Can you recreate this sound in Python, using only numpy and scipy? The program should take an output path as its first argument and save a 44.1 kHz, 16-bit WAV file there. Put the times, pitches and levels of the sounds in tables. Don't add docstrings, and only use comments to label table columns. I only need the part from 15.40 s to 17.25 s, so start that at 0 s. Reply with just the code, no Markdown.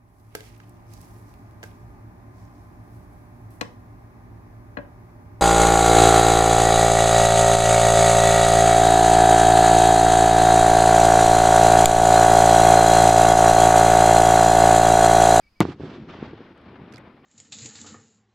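import sys
import numpy as np
from scipy import signal
from scipy.fft import rfft, irfft
from scipy.io import wavfile
from scipy.ndimage import uniform_filter1d

SR = 44100
rng = np.random.default_rng(int(sys.argv[2]) if len(sys.argv) > 2 else 0)


def level_to_linear(level):
    exponent = np.asarray(level, float) / 20
    return 10 ** exponent


def int16_out(signal):
    q = np.round(np.clip(np.atleast_2d(signal).T, -1, 1) * 32767)
    wavfile.write(sys.argv[1], SR, q.astype(np.int16))


N = 81585
BURST_S = .205


def unit(x):
    return x / np.sqrt(np.mean(x ** 2))


def cut(x, hz, kind, order=2):
    sos = signal.butter(order, np.clip(hz, 10, .45 * SR), kind, fs=SR, output="sos")
    return signal.sosfilt(sos, x)


def noise():
    return rng.standard_normal(N)


def colour_db(table, hz):
    table_hz, table_db = np.array(table).T
    return np.interp(np.log(hz), np.log(table_hz), table_db)


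def tap(at_s):
    k = np.arange(N) - at_s * SR
    return np.sinc(k) * np.exp(-(k / 6) ** 2)


def walk(rate_hz):
    hold = int(SR / rate_hz)
    steps = np.repeat(rng.standard_normal(N // hold + 1), hold)
    smooth = uniform_filter1d(uniform_filter1d(steps, hold), hold)
    return unit(smooth[:N])


RISE_S, RAMP_S, RETURN_S, SUCTION = .0003, .0021, .0006, .33
MIC_HZ, MIC_WIDTH_HZ = 197, 225


def blast():
    corners_s = np.cumsum([0, RISE_S, RAMP_S, RETURN_S])
    wave = np.interp(np.arange(2048) / SR, corners_s, [0, -1, SUCTION, 0])
    mic = [1, 2 * np.pi * MIC_WIDTH_HZ, (2 * np.pi * MIC_HZ) ** 2]
    b, a = signal.bilinear([1, 0, 0], mic, SR)
    return signal.lfilter(b, a, wave)


BURST_DB = 5
CRACK_DB, CRACK_LEAD_S, CRACK_HZ, CRACK_PAN = -13, .00029, 2200, .14
RING_HZ, RING_WIDTH_HZ, RING_DB = 2300, 1300, 3
ECHO_GROUND_S, ECHO_GROUND_DB = .0021, -12.5
# delay/s, level/dB, top f/Hz
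NEAR_BOUNCES = [(.0009, -12, 7000), (.0019, -15, 1200), (.0058, -6.5, 10000), (.0067, -8.5, 6000),
                (.0087, -18, 2000), (.0122, -18, 1200), (.0152, -19, 1300)]
# t/s, level/dB, top f/Hz, pan/-1..1
WALL_ECHOES = [(.2522, -15, 1300, -.5), (0.2881, -25.5, 580, 0.11), (0.3975, -28.5, 544, -0.16),
               (0.405, -27, 840, -0.086), (0.4349, -22, 606, -0.0033), (0.4426, -27, 710, -.3),
               (0.539, -33, 604, 0), (0.597, -27, 250, 0), (0.751, -29, 610, 0.14), (.788, -34.5, 800, 0),
               (0.8267, -20, 650, 0), (0.8446, -32.5, 900, 0), (0.861, -40.5, 1500, 0),
               (0.931, -31, 400, 0), (0.9336, -26, 500, 0), (1.005, -28.5, 550, .2), (1.013, -35, 400, .2),
               (1.404, -40, 500, .3), (1.418, -33.5, 560, .3), (1.503, -39, 500, .3), (1.5437, -34, 606, 0)]


def report(wave):
    crack = cut(tap(BURST_S - CRACK_LEAD_S), [CRACK_HZ, 4 * CRACK_HZ], "band", order=1)
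    crack = level_to_linear(CRACK_DB) * crack / crack.max()

    path = tap(BURST_S)
    for delay_s, db, top_hz in NEAR_BOUNCES:
        path = path + level_to_linear(db) * cut(tap(BURST_S + delay_s), top_hz, "low")
    ring_band_hz = [RING_HZ - RING_WIDTH_HZ / 2, RING_HZ + RING_WIDTH_HZ / 2]
    path = path + level_to_linear(RING_DB) * cut(path, ring_band_hz, "band", order=1)

    mid_path, side_path = path, .075 * path
    for at_s, db, top_hz, pan in WALL_ECHOES:
        pair = tap(at_s) + level_to_linear(ECHO_GROUND_DB) * tap(at_s + ECHO_GROUND_S)
        echo = level_to_linear(db) * cut(pair, top_hz, "low", order=3)
        mid_path = mid_path + echo
        side_path = side_path + pan * echo

    mid = signal.fftconvolve(mid_path, wave)[:N] + crack
    side = signal.fftconvolve(side_path, wave)[:N] + CRACK_PAN * crack
    return level_to_linear(BURST_DB) * mid, level_to_linear(BURST_DB) * side


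BUMPS_PER_S, BUMP_SPREAD_DB, BUMP_TOP_HZ = 650, 1.5, 468
DEEP_DB, DEEP_HZ, DEEP_FADE_DB_PER_S = -2, 177, 1.5


def ground_rumble(wave, t):
    chance, size = rng.random((2, N))
    bumps = (chance < BUMPS_PER_S / SR) * level_to_linear(-BUMP_SPREAD_DB * np.log(size + .04))
    copies = signal.fftconvolve(bumps - bumps.mean(), wave)[:N]
    rumble = unit(cut(copies, BUMP_TOP_HZ, "low", order=4))
    deep_db = DEEP_DB - DEEP_FADE_DB_PER_S * t + 2.8 * walk(25)
    return rumble + level_to_linear(deep_db) * unit(cut(noise(), [70, DEEP_HZ], "band"))


AIR_DB_PER_S, AIR_POWER = 9.5, 2.35
GRAIN_DB, GRAIN_PER_S = 1.5, 120
WIDE_DB_PER_OCTAVE = 3
# f/Hz, level/dB per Hz
FOLIAGE_SPECTRUM = [(500, 6), (750, 4.5), (1300, 2), (2500, -3.5), (3500, -6.5), (5300, -13.5), (8000, -26),
                    (13000, -46)]


def foliage_hiss(t):
    hiss, wide = 0, 0
    puffs_db = GRAIN_DB * walk(GRAIN_PER_S)
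    for hz in 500 * 2 ** np.arange(0, 4.8, .2):
        air_db = -AIR_DB_PER_S * (hz / 5000) ** AIR_POWER * np.maximum(t - BURST_S, 0)
        gain = level_to_linear(colour_db(FOLIAGE_SPECTRUM, hz) + air_db + puffs_db + walk(40) + 8.5)
        band_hz = [hz / 2 ** .1, hz * 2 ** .1]
        hiss = hiss + gain * cut(noise(), band_hz, "band", order=3)
        wide_gain = gain * level_to_linear(WIDE_DB_PER_OCTAVE * np.log2(hz / 1000))
        wide = wide + wide_gain * cut(noise(), band_hz, "band", order=3)
    return hiss, wide


WIDE_DB = -14
# t/s, level/dB, solid ground against foliage/dB, pan/dB
SCATTER = [(.217, -30, 8.5, 3.5), (.242, -45.5, 15, -5.5), (.315, -46.5, 9.5, -3.5), (.345, -58.5, 14.5, 2),
           (.39, -62.5, 11, 2), (.408, -50, 14, -5), (.545, -46.5, 7, 0), (.575, -53.5, 14, 2),
           (.665, -55.5, 12.5, 2.5), (.69, -45.5, 3.5, 1), (.77, -49, 2.5, 0.5), (.865, -45.5, 6, 0.5),
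           (.9, -51, 10, 2), (1.18, -57, 5, 2.5), (1.3, -53, 8, 3.5), (1.66, -53, 5.5, 4.5),
           (1.825, -63.5, 11, 3), (1.85, -52, -2, 0)]


def landscape(wave, t):
    at_s, *columns = np.array(SCATTER).T
    level_db, solid_db, pan_db = (np.interp(t, at_s, column) for column in columns)
    level = np.clip((t - BURST_S) / .005, 0, 1) * level_to_linear(level_db)
    rumble = ground_rumble(wave, t) * level_to_linear(solid_db - 2.5)
    hiss, wide = foliage_hiss(t)
    mid = level * (rumble + hiss)
    return mid, mid * np.tanh(pan_db * np.log(10) / 40) + level_to_linear(WIDE_DB) * level * wide


RUSTLE_PAN, RUSTLE_HISS_DB = -0.63, -4.5
# t/s, level/dB, ring f/Hz, decay/s
SCRATCHES = [(1.52, -54.5, 3020, .002), (1.5238, -49, 5360, 0.0019), (1.5355, -45.5, 2220, 0.0046),
             (1.5408, -55, 4200, 0.0057), (1.5582, -48.5, 4800, 0.0024), (1.5686, -48.5, 4170, .002),
             (1.578, -47, 2000, 0.004), (1.5816, -46.5, 2200, 0.0033), (1.178, -68, 7800, 0.00078),
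             (1.214, -72, 9100, 0.00074)]


def rustle(t):
    out = 0
    for at_s, db, hz, decay_s in SCRATCHES:
        u = np.maximum(t - at_s, 0)
        rough = noise() * level_to_linear(3.4 * noise())
        burst = rough * np.minimum(u / .0016, 1) * np.exp(-u / decay_s)
        ring = 4.64 * cut(burst, [hz * .71, hz * 1.174], "band")
        hiss = level_to_linear(RUSTLE_HISS_DB) * cut(burst, [1600, 8000], "band")
        out = out + level_to_linear(db) * (ring + hiss)
    return out, RUSTLE_PAN * out


# f/Hz, first chirp t/s, period/s, chirp/s, level/dB
CRICKET_SONGS = [
    (2285, .030, .125, .027, -62),
    (2285, .061, .125, .028, -61),
    (5050, .035, .043, .022, -80),
    (2520, .008, .06, .03, -76),
]


def crickets(t):
    mid, side = 0, 0
    for k, (f_hz, first_s, period_s, chirp_s, db) in enumerate(CRICKET_SONGS):
        u = np.clip(((t - first_s) % period_s) / chirp_s, 0, 1)
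        level = level_to_linear(db + 1.33 * walk(60)) * np.sin(np.pi * u) ** .5
        pitch_hz = f_hz * (1 + .0043 * walk(88) - .0033 * u)
        song = level * np.sin(2 * np.pi * np.cumsum(pitch_hz) / SR)
        mid = mid + song
        side = side + .16 * (k > 1) * song
    return mid, side


CHORUS_HZ, CHORUS_DB = 4800, -78


def chorus():
    band = cut(noise(), [CHORUS_HZ * .93, CHORUS_HZ * 1.07], "band")
    return level_to_linear(CHORUS_DB + 2 * walk(30)) * unit(band)


NIGHT_DB = -63.5
# f/Hz, level/dB per Hz
NIGHT_SPECTRUM = [(30, 1.5), (70, 2.5), (200, -10.5), (500, -19), (1960, -22), (4900, -31), (8000, -38.5),
                  (16000, -41.5)]


def night_air():
    hz = np.maximum(np.fft.rfftfreq(N, 1 / SR), 1)
    spectrum = rfft(noise()) * level_to_linear(colour_db(NIGHT_SPECTRUM, hz))
    return level_to_linear(NIGHT_DB) * unit(irfft(spectrum, N))


DUCK_DB, RECOVER_S = -10, 3.


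def night(t):
    song_mid, song_side = crickets(t)
    mid = night_air() + song_mid + chorus()
    side = night_air() + song_side + chorus()
    duck = level_to_linear(DUCK_DB * (t > BURST_S) * np.exp(-(t - BURST_S) / RECOVER_S))
    return mid * duck, .6 * cut(side, 7000, "low", order=1) * duck


SIDE_HZ = 420


def scene():
    t, wave = np.arange(N) / SR, blast()
    layers = [report(wave), landscape(wave, t), rustle(t), night(t)]
    mid, side = np.sum(layers, axis=0)
    side = signal.sosfiltfilt(signal.butter(2, SIDE_HZ, "high", fs=SR, output="sos"), side)
    return np.array([mid + side, mid - side])


def low_pass(x):
    return signal.sosfilt(signal.butter(12, 16880, fs=SR, output="sos"), x)


CLIP, TOP_HZ = .6, 15600


def record(dry):
    flat = dry / (1 + np.abs(dry / CLIP) ** 4) ** (1 / 4)
    mix = cut(flat, TOP_HZ, "low", order=8)
    return low_pass(mix)


dry = scene()
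out = record(dry)
int16_out(out)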